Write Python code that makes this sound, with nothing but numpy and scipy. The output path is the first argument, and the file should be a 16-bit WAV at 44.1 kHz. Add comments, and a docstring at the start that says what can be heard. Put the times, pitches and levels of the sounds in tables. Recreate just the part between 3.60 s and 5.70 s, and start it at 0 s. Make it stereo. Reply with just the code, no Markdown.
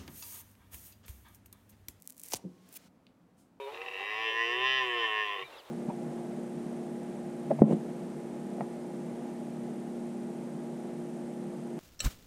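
"""A red deer stag roars across open grassland: a few creaky catches of the throat, then one long call
that rises and falls in pitch. Every slap of the vocal folds rings the long throat while the mouth opens,
and the roar scatters off the grass and echoes from far trees. A small bird chirps once at the start and
again as the call ends. Far away a rival roars and three soft hoots sound, over faint air and hiss."""
import sys
import numpy as np
from scipy import signal
from scipy.fft import rfft, irfft
from scipy.io import wavfile
from scipy.ndimage import uniform_filter1d

SR = 44100
rng = np.random.default_rng(int(sys.argv[2]) if len(sys.argv) > 2 else 0)


def store_wav(level_fs):
    """Save 16-bit WAV to argv[1]."""
    pcm = np.round(np.clip(np.atleast_2d(level_fs), -1, 1) * 32767)
    wavfile.write(sys.argv[1], SR, pcm.T.astype(np.int16))


N = 92610


def stag(start_s=0.12, end_s=1.825):
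    """Catches of the throat, then a train of vocal fold slaps that steadies as the effort grows."""
    # beat rate of the folds (time [s], pitch [Hz])
    fold_pitch = [(0.36, 93.92), (0.392, 95), (0.424, 99.04), (0.482, 104.6), (0.59, 111), (0.648, 112.4),
                  (0.734, 113), (0.864, 116.9), (1.042, 129.7), (1.07, 130.8), (1.152, 131.7),
                  (1.178, 130.7), (1.292, 122.2), (1.384, 117.4), (1.506, 107.4), (1.604, 106.8),
                  (1.714, 101.4), (1.77, 100.5), (1.802, 93.05), (1.82, 91.4)]
    # force of the roar (time [s], level [dB], bass boost [dB], treble boost [dB])
    effort = [(0.1, -19.5, 9.5, -12), (0.2, -11.5, 3.5, -2), (0.32, -9, 2.5, 0), (0.38, -1.5, -2, -0.5),
              (0.46, 1.5, -2, -3.5), (0.57, 1.5, 1, 1), (0.68, 1.5, -1.5, 4), (0.74, -1.0, -0.5, 3),
              (0.81, 4.5, -4, 1.5), (0.92, 2.5, -1, 2), (0.98, 2.5, 0, 3.5), (1.06, 5.5, -1.5, 6),
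              (1.18, 5, -1.5, 8), (1.3, 2, -1, 3), (1.38, 2.5, 0, 3), (1.445, 2.5, 0.5, 6),
              (1.5, 0, 3.5, 6.5), (1.6, 1, 2.5, 6), (1.7, -1, 0, 4), (1.76, -3, 4, 2.5),
              (1.805, -9.5, 5, 1), (1.83, -8.5, -2, 3)]
    # how unevenly the folds beat (time [s], roughness [0-1])
    roughness = [(.12, 0.87), (.31, 0.39), (.39, 0.21), (.52, 0.04), (.66, 0.04), (.85, 0), (.96, 0.05),
                 (1.05, 0.02), (1.16, .02), (1.22, 0.06), (1.34, 0.03), (1.46, 0.03), (1.55, 0),
                 (1.72, 0.04), (1.81, 0.72)]
    # creaks before the voice takes hold (time [s], level [dB])
    catches = [(0.1447, -5), (0.1736, -8.5), (0.2161, -4), (0.2615, -3), (0.2837, -2), (0.317, -12),
               (.3365, -5)]
    jitter_cycles, shimmer_db = 0.049, 2  # at full roughness
    out, t = np.zeros(N), start_s
    waver = np.array([np.tanh(drift(11.01)) for _ in range(36)]).T  # one slow drift per band
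    for slip, swell in np.sqrt(3) * (2 * rng.random((N // 100, 2)) - 1):
        if t > end_s:
            break
        rough = np.clip(curve(roughness, t), 0, 1)
        period = 1 / curve(fold_pitch, t + 0.5 / curve(fold_pitch, t))  # pitch at mid-cycle
        onset = t + jitter_cycles * rough * slip * period
        db = curve(effort, t) + shimmer_db * rough * swell
        add_slap(out, onset, db, curve(effort, t, 2), curve(effort, t, 3), rough, waver[int(t * SR)])
        t += period
    for t, db in catches:
        add_slap(out, t, db, bass_db=-1, treble_db=2, rough=0.16, waver=waver[int(t * SR)])
    return out


def add_slap(out, t, db, bass_db, treble_db, rough, waver, size=4096):
    """Mix in one slap of the folds, rung through the throat."""
    hz = np.fft.rfftfreq(size, 1 / SR)
    gain_db = db + throat(t, hz)
    gain_db += bass_db * np.interp(hz, [1200, 1700], [1, 0])
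    gain_db += treble_db * np.interp(hz, [2700, 3400], [0, 1])
    # the upper bands waver slowly, and flicker from slap to slap when the voice is rough
    band_db = 7.5 * rough * (2 * rng.random(len(waver)) - 1) + 3.04 * waver
    gain_db += np.interp(hz, np.linspace(0, SR / 4, len(band_db)), band_db) * np.minimum(hz / 3000, 1)
    sample, fraction = divmod(t * SR, 1)
    slap = irfft(ringing(gain_db) * folds(t, hz, rough, size) * delay(hz, fraction / SR))
    lead = size // 64  # room ahead of the attack
    slot = out[int(sample) - lead:int(sample) - lead + size]
    slot += np.roll(slap, lead)[:len(slot)]


def folds(t, hz, rough, size):
    """Spectrum of one closing of the folds: a click, a puff of turbulence and a second flap."""
    # the folds flap again within the cycle (time [s], strength [0-1], lag [s])
    second_flap = [(.36, 0.2, .004), (.56, 0.57, .00398), (.7, 0.43, .00365), (.8, 0, .00365),
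                   (1.12, 0.02, .004), (1.24, 0.22, .004), (1.33, 0.4, 0.0034), (1.44, 0.85, .0033),
                   (1.54, .1, .0033)]
    # the folds do not close all at once (frequency [Hz], lag [s])
    closing_lag = [(0, 0.00022), (1100, 0.00027), (1900, .0013), (2350, 0.0018), (2750, 0.000077),
                   (3150, 0.0014), (3600, 0.00022), (4900, .0026), (5800, 0.0011), (9000, 0.0024)]
    puff_decay_s, rough_limit = 0.0068, 0.55
    puff = rng.standard_normal(size) * np.exp(-np.arange(size) / SR / puff_decay_s)
    rasp = min(rough, rough_limit) * np.minimum(hz / 1800, 4)
    pulse = (1 + rasp * rfft(puff / np.linalg.norm(puff))) / np.sqrt(1 + rasp ** 2)
    flap = curve(second_flap, t) * np.interp(hz, [1200, 2100], [0, 1])
    pulse *= (1 + flap * delay(hz, curve(second_flap, t, 2))) / np.sqrt(1 + flap ** 2)
    lag_cycles = np.cumsum(curve(closing_lag, hz)) * hz[1]
    return pulse * np.exp(-2j * np.pi * lag_cycles)


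def throat(t, hz):
    """Tone colour in dB of throat, mouth and lips, morphing as the mouth opens."""
    # resonances with the mouth half open (frequency [Hz], half width [Hz], level [dB])
    half_open = [(387.5, 38, -2), (471, 25, -1), (773, 28.6, 2), (1053, 66, 3.5), (1672, 26, -1),
                 (1872, 58, 6), (2014, 25.3, 6.5), (2316, 16, -1.5), (2554, 26, -1), (2696, 157, 4.5),
                 (3090, 180, -11.5), (3805, 70, -7.5), (5010, 140, -22.5), (5680, 95, -23)]
    # neck stretched, mouth wide open (frequency [Hz], half width [Hz], level [dB])
    wide_open = [(134.4, 20, -19.5), (366.3, 22.8, 6), (458.3, 30.8, 3), (723, 53, -1.5), (1045, 41, 13.5),
                 (1314, 12.2, -3.5), (1512, 19, -5), (1708, 14, 8), (1813, 35, 10.5), (1952, 40, 8.5),
                 (2156, 24, 6.5), (2500, 136, 0.5), (2737, 57.6, 7.5), (3009, 65, 3.5), (3270, 87, -9),
                 (3522, 66, -6.5), (4030, 107, -25.5), (4716.0, 40, -22.5), (5080, 93, -23.5),
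                 (5780, 114, -26)]
    # mouth travel from half to wide open (time [s], opening [0-1])
    mouth = [(.48, 0), (.6, 0.55), (.7, 0.88), (.82, 0.83)]
    # sizzle above the main resonances (time [s], boost at 4-6 kHz [dB], boost above 6 kHz [dB])
    sizzle = [(.35, 1.5, -3), (.6, 4.5, 1), (.92, 5.5, 7.5), (.98, -4.5, 0), (1.07, 2, -0.5), (1.18, 0, -4),
              (1.3, -4.5, 8.5), (1.39, 2, 1), (1.52, -7, 3), (1.6, 0.5, -3), (1.8, -3.5, -6)]
    # lip resonance that climbs as the mouth opens (time [s], frequency [Hz], boost [dB])
    lips = [(.34, 2260, 4), (.44, 2270, 5.5), (.56, 2280, 6), (.63, 2310, 7), (.72, 3050, -1),
            (.83, 3260, -13), (.94, 3610, 9.5), (1.12, 3530, 0.5), (1.3, 3020, 2), (1.46, 3170, 8),
            (1.56, 3200, -4), (1.68, 3290, 9), (1.8, 3566, 14)]
    # nasal blare (time [s], boost [dB])
    blare = [(.72, 0), (.81, 6.5), (.89, 0.5), (1.21, -1.5), (1.36, -1), (1.44, 3), (1.5, -0.5), (1.6, 3),
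             (1.68, -0.5)]
    # dark gaps between the resonances (frequency [Hz], half width [Hz], gain [dB])
    hollows = [(263, 64, -12.5), (2230, 16.7, -3)]
    fizz = (7000, 2600, -47)  # broad top of every slap: Hz, half width Hz, dB
    rise = 1 + 0.41 * max(t - 1.73, 0)  # the throat shortens at the end, lifting its resonances
    opening = np.clip(curve(mouth, t), 0, 1)
    db = (1 - opening) * resonances([*half_open, fizz], hz / rise)
    db += opening * resonances([*wide_open, fizz], hz / rise)
    sizzle_db, top_db = curve(sizzle, t), curve(sizzle, t, 2)
    db += np.interp(hz, [3500, 4600, 5900, 6500], [0, sizzle_db, sizzle_db, top_db])
    db += curve(lips, t, 2) * bump(hz, curve(lips, t), width_hz=93)
    db += curve(blare, t) * bump(hz, 1800, width_hz=330)
    return db + sum(depth * bump(hz, centre, width) for centre, width, depth in hollows)


def grunt():
    """A faint falling tone as the stag's throat lets go."""
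    return note(start_s=1.805, length_s=0.07, start_hz=165.5, end_hz=122, db=-61)


def bird():
    """Thin short whistles, most of them falling."""
    # chirps (start [s], length [s], start pitch [Hz], end pitch [Hz], level [dB])
    chirps = [(0, 0.082, 3730, 3620, -53), (1.839, 0.054, 4050, 3460, -54.5),
              (1.815, 0.059, 2335, 2380, -49.5), (1.915, 0.048, 2853, 2590, -55),
              (1.954, .07, 4340, 2385, -54.5), (1.976, 0.036, 5420, 3980, -57.5)]
    return sum(note(*row) for row in chirps)


def rival():
    """A distant roar whose harmonics fade in and out on their way."""
    # the rival's call (time [s], pitch [Hz], level [dB])
    call = [(0, 136, -44.5), (.05, 137.1, -46), (.085, 139.2, -40.5), (.115, 146, -49.5), (.17, 153, -50.5),
            (.22, 160, -40.5), (.27, 163, -53), (.36, 161, -42.5), (.48, 157, -63), (.69, 146, -42),
            (.75, 128, -50.5), (.8, 118, -64)]
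    # its throat resonances, dulled by distance (frequency [Hz], half width [Hz], level [dB])
    far_throat = [(443, 85, -0.5), (554, 7.2, -3), (774, 32, -9.5), (945, 75, -8.5), (1173, 126, -14),
                  (1840, 130, -30), (2500, 440, -17)]
    t, voice = np.arange(N) / SR, np.zeros(N)
    hz = curve(call, t) * (1 + 0.0062 * drift(61.2))
    phase = 2 * np.pi * np.cumsum(hz) / SR
    for harmonic in range(3, 30):
        db = resonances(far_throat, harmonic * hz) + 3.5 * drift(25.6)
        voice += undb(db) * np.sin(harmonic * phase + rng.uniform(0, 2 * np.pi))
    fade_out = np.clip((call[-1][0] - t) / 0.022, 0, 1)
    return voice * undb(curve(call, t, 2)) * fade_out


def hoots():
    """Brief far hoots, each sagging slightly in pitch."""
    # hoots (start [s], length [s], start pitch [Hz], end pitch [Hz], level [dB])
    calls = [(0.07, 0.059, 852, 850, -45), (0.38, 0.071, 800, 780, -48.5), (0.83, 0.26, 427, 421, -47)]
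    return sum(note(*row) for row in calls)


def echo(x, db, t60_s, top_hz):
    """Dull scatter of a sound, dying away over the grassland."""
    dull_noise = signal.sosfilt(signal.butter(2, top_hz, fs=SR, output="sos"), rng.standard_normal(N))
    tail = dull_noise * undb(-60 * np.arange(N) / SR / t60_s)
    return undb(db) * signal.fftconvolve(x, tail / np.linalg.norm(tail))[:N]


def air(db=-53.5, swell_db=2):
    """A far-off bed of noise that swells a little."""
    # open-air spectrum (frequency [Hz], relative level [dB])
    spectrum = [(20, -33), (50, -8.5), (110, -12), (220, -13), (300, -3), (450, 4.5), (700, 2.5),
                (1080, 2.5), (1500, -4.5), (2000, -4.5), (2800, -8.5), (3800, -5.5), (4800, -18),
                (7000, -24.5), (16000, -51)]
    points_hz, points_db = np.array(spectrum, float).T
    colour_db = np.interp(np.log(np.fft.rfftfreq(N, 1 / SR) + 1), np.log(points_hz), points_db)
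    noise = irfft(rfft(rng.standard_normal(N)) * undb(colour_db), N)
    return noise / noise.std() * undb(db + swell_db * drift(23))


def hiss(db=-61.5):
    """Each side of the microphone has its own hiss."""
    band = signal.butter(1, [500, 14000], "bandpass", fs=SR, output="sos")
    return undb(db) * signal.sosfilt(band, rng.standard_normal((2, N)))


def note(start_s, length_s, start_hz, end_hz, db):
    """A short tone that swells, slides and fades."""
    along = np.clip((np.arange(N) / SR - start_s) / length_s, 0, 1)
    hz = (start_hz + (end_hz - start_hz) * along) * (1 + 0.0061 * drift(300))
    return undb(db) * np.sin(np.pi * along) * np.sin(2 * np.pi * np.cumsum(hz) / SR)


def resonances(table, hz):
    """Gain in dB of a set of steep-sided resonances."""
    power = sum(undb(db) ** 2 / (1 + ((hz - centre) / width) ** 2) ** 2 for centre, width, db in table)
    return 10 * np.log10(power)


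def ringing(db):
    """Minimum-phase spectrum with the given gain: it rings only after the hit."""
    cepstrum = irfft(np.log(undb(db)))
    half = len(cepstrum) // 2
    cepstrum[1:half] *= 2
    cepstrum[half + 1:] = 0
    return np.exp(rfft(cepstrum))


def bump(hz, centre_hz, width_hz):
    """Bell curve of height 1."""
    return np.exp(-((hz - centre_hz) / width_hz) ** 2)


def delay(hz, lag_s):
    """Spectrum of a pure delay."""
    return np.exp(-2j * np.pi * hz * lag_s)


def drift(rate_hz):
    """Smooth random motion with a spread near 1."""
    hold = int(SR / rate_hz)
    steps = np.repeat(rng.standard_normal(N // hold + 1), hold)
    return 1.43 * uniform_filter1d(uniform_filter1d(steps, hold), hold)[:N]


def curve(table, at, column=1):
    """One column of a table, joined by straight lines."""
    rows = np.array(table, float)
    return np.interp(at, rows[:, 0], rows[:, column])


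def undb(db):
    """Decibels to gain."""
    return 10 ** (np.asarray(db) / 20)


def scene():
    """Stag, bird, their echoes and the far calls, all almost straight ahead."""
    near = stag() + grunt() + bird()
    grass = echo(near, db=-17.5, t60_s=0.19, top_hz=3380)
    trees = echo(near, db=-37.5, t60_s=3.8, top_hz=1000)
    right = near + grass + trees + rival() + hoots() + air()
    left = undb(-0.2) * irfft(rfft(right) * delay(np.fft.rfftfreq(N, 1 / SR), lag_s=8e-6), N)
    return np.array([left, right]) + hiss()


def record(dry):
    """A steep low-pass cuts the very top."""
    return signal.sosfilt(signal.ellip(10, 0.1, 80, 15750, fs=SR, output="sos"), dry)


dry = scene()
out = record(dry)
store_wav(out)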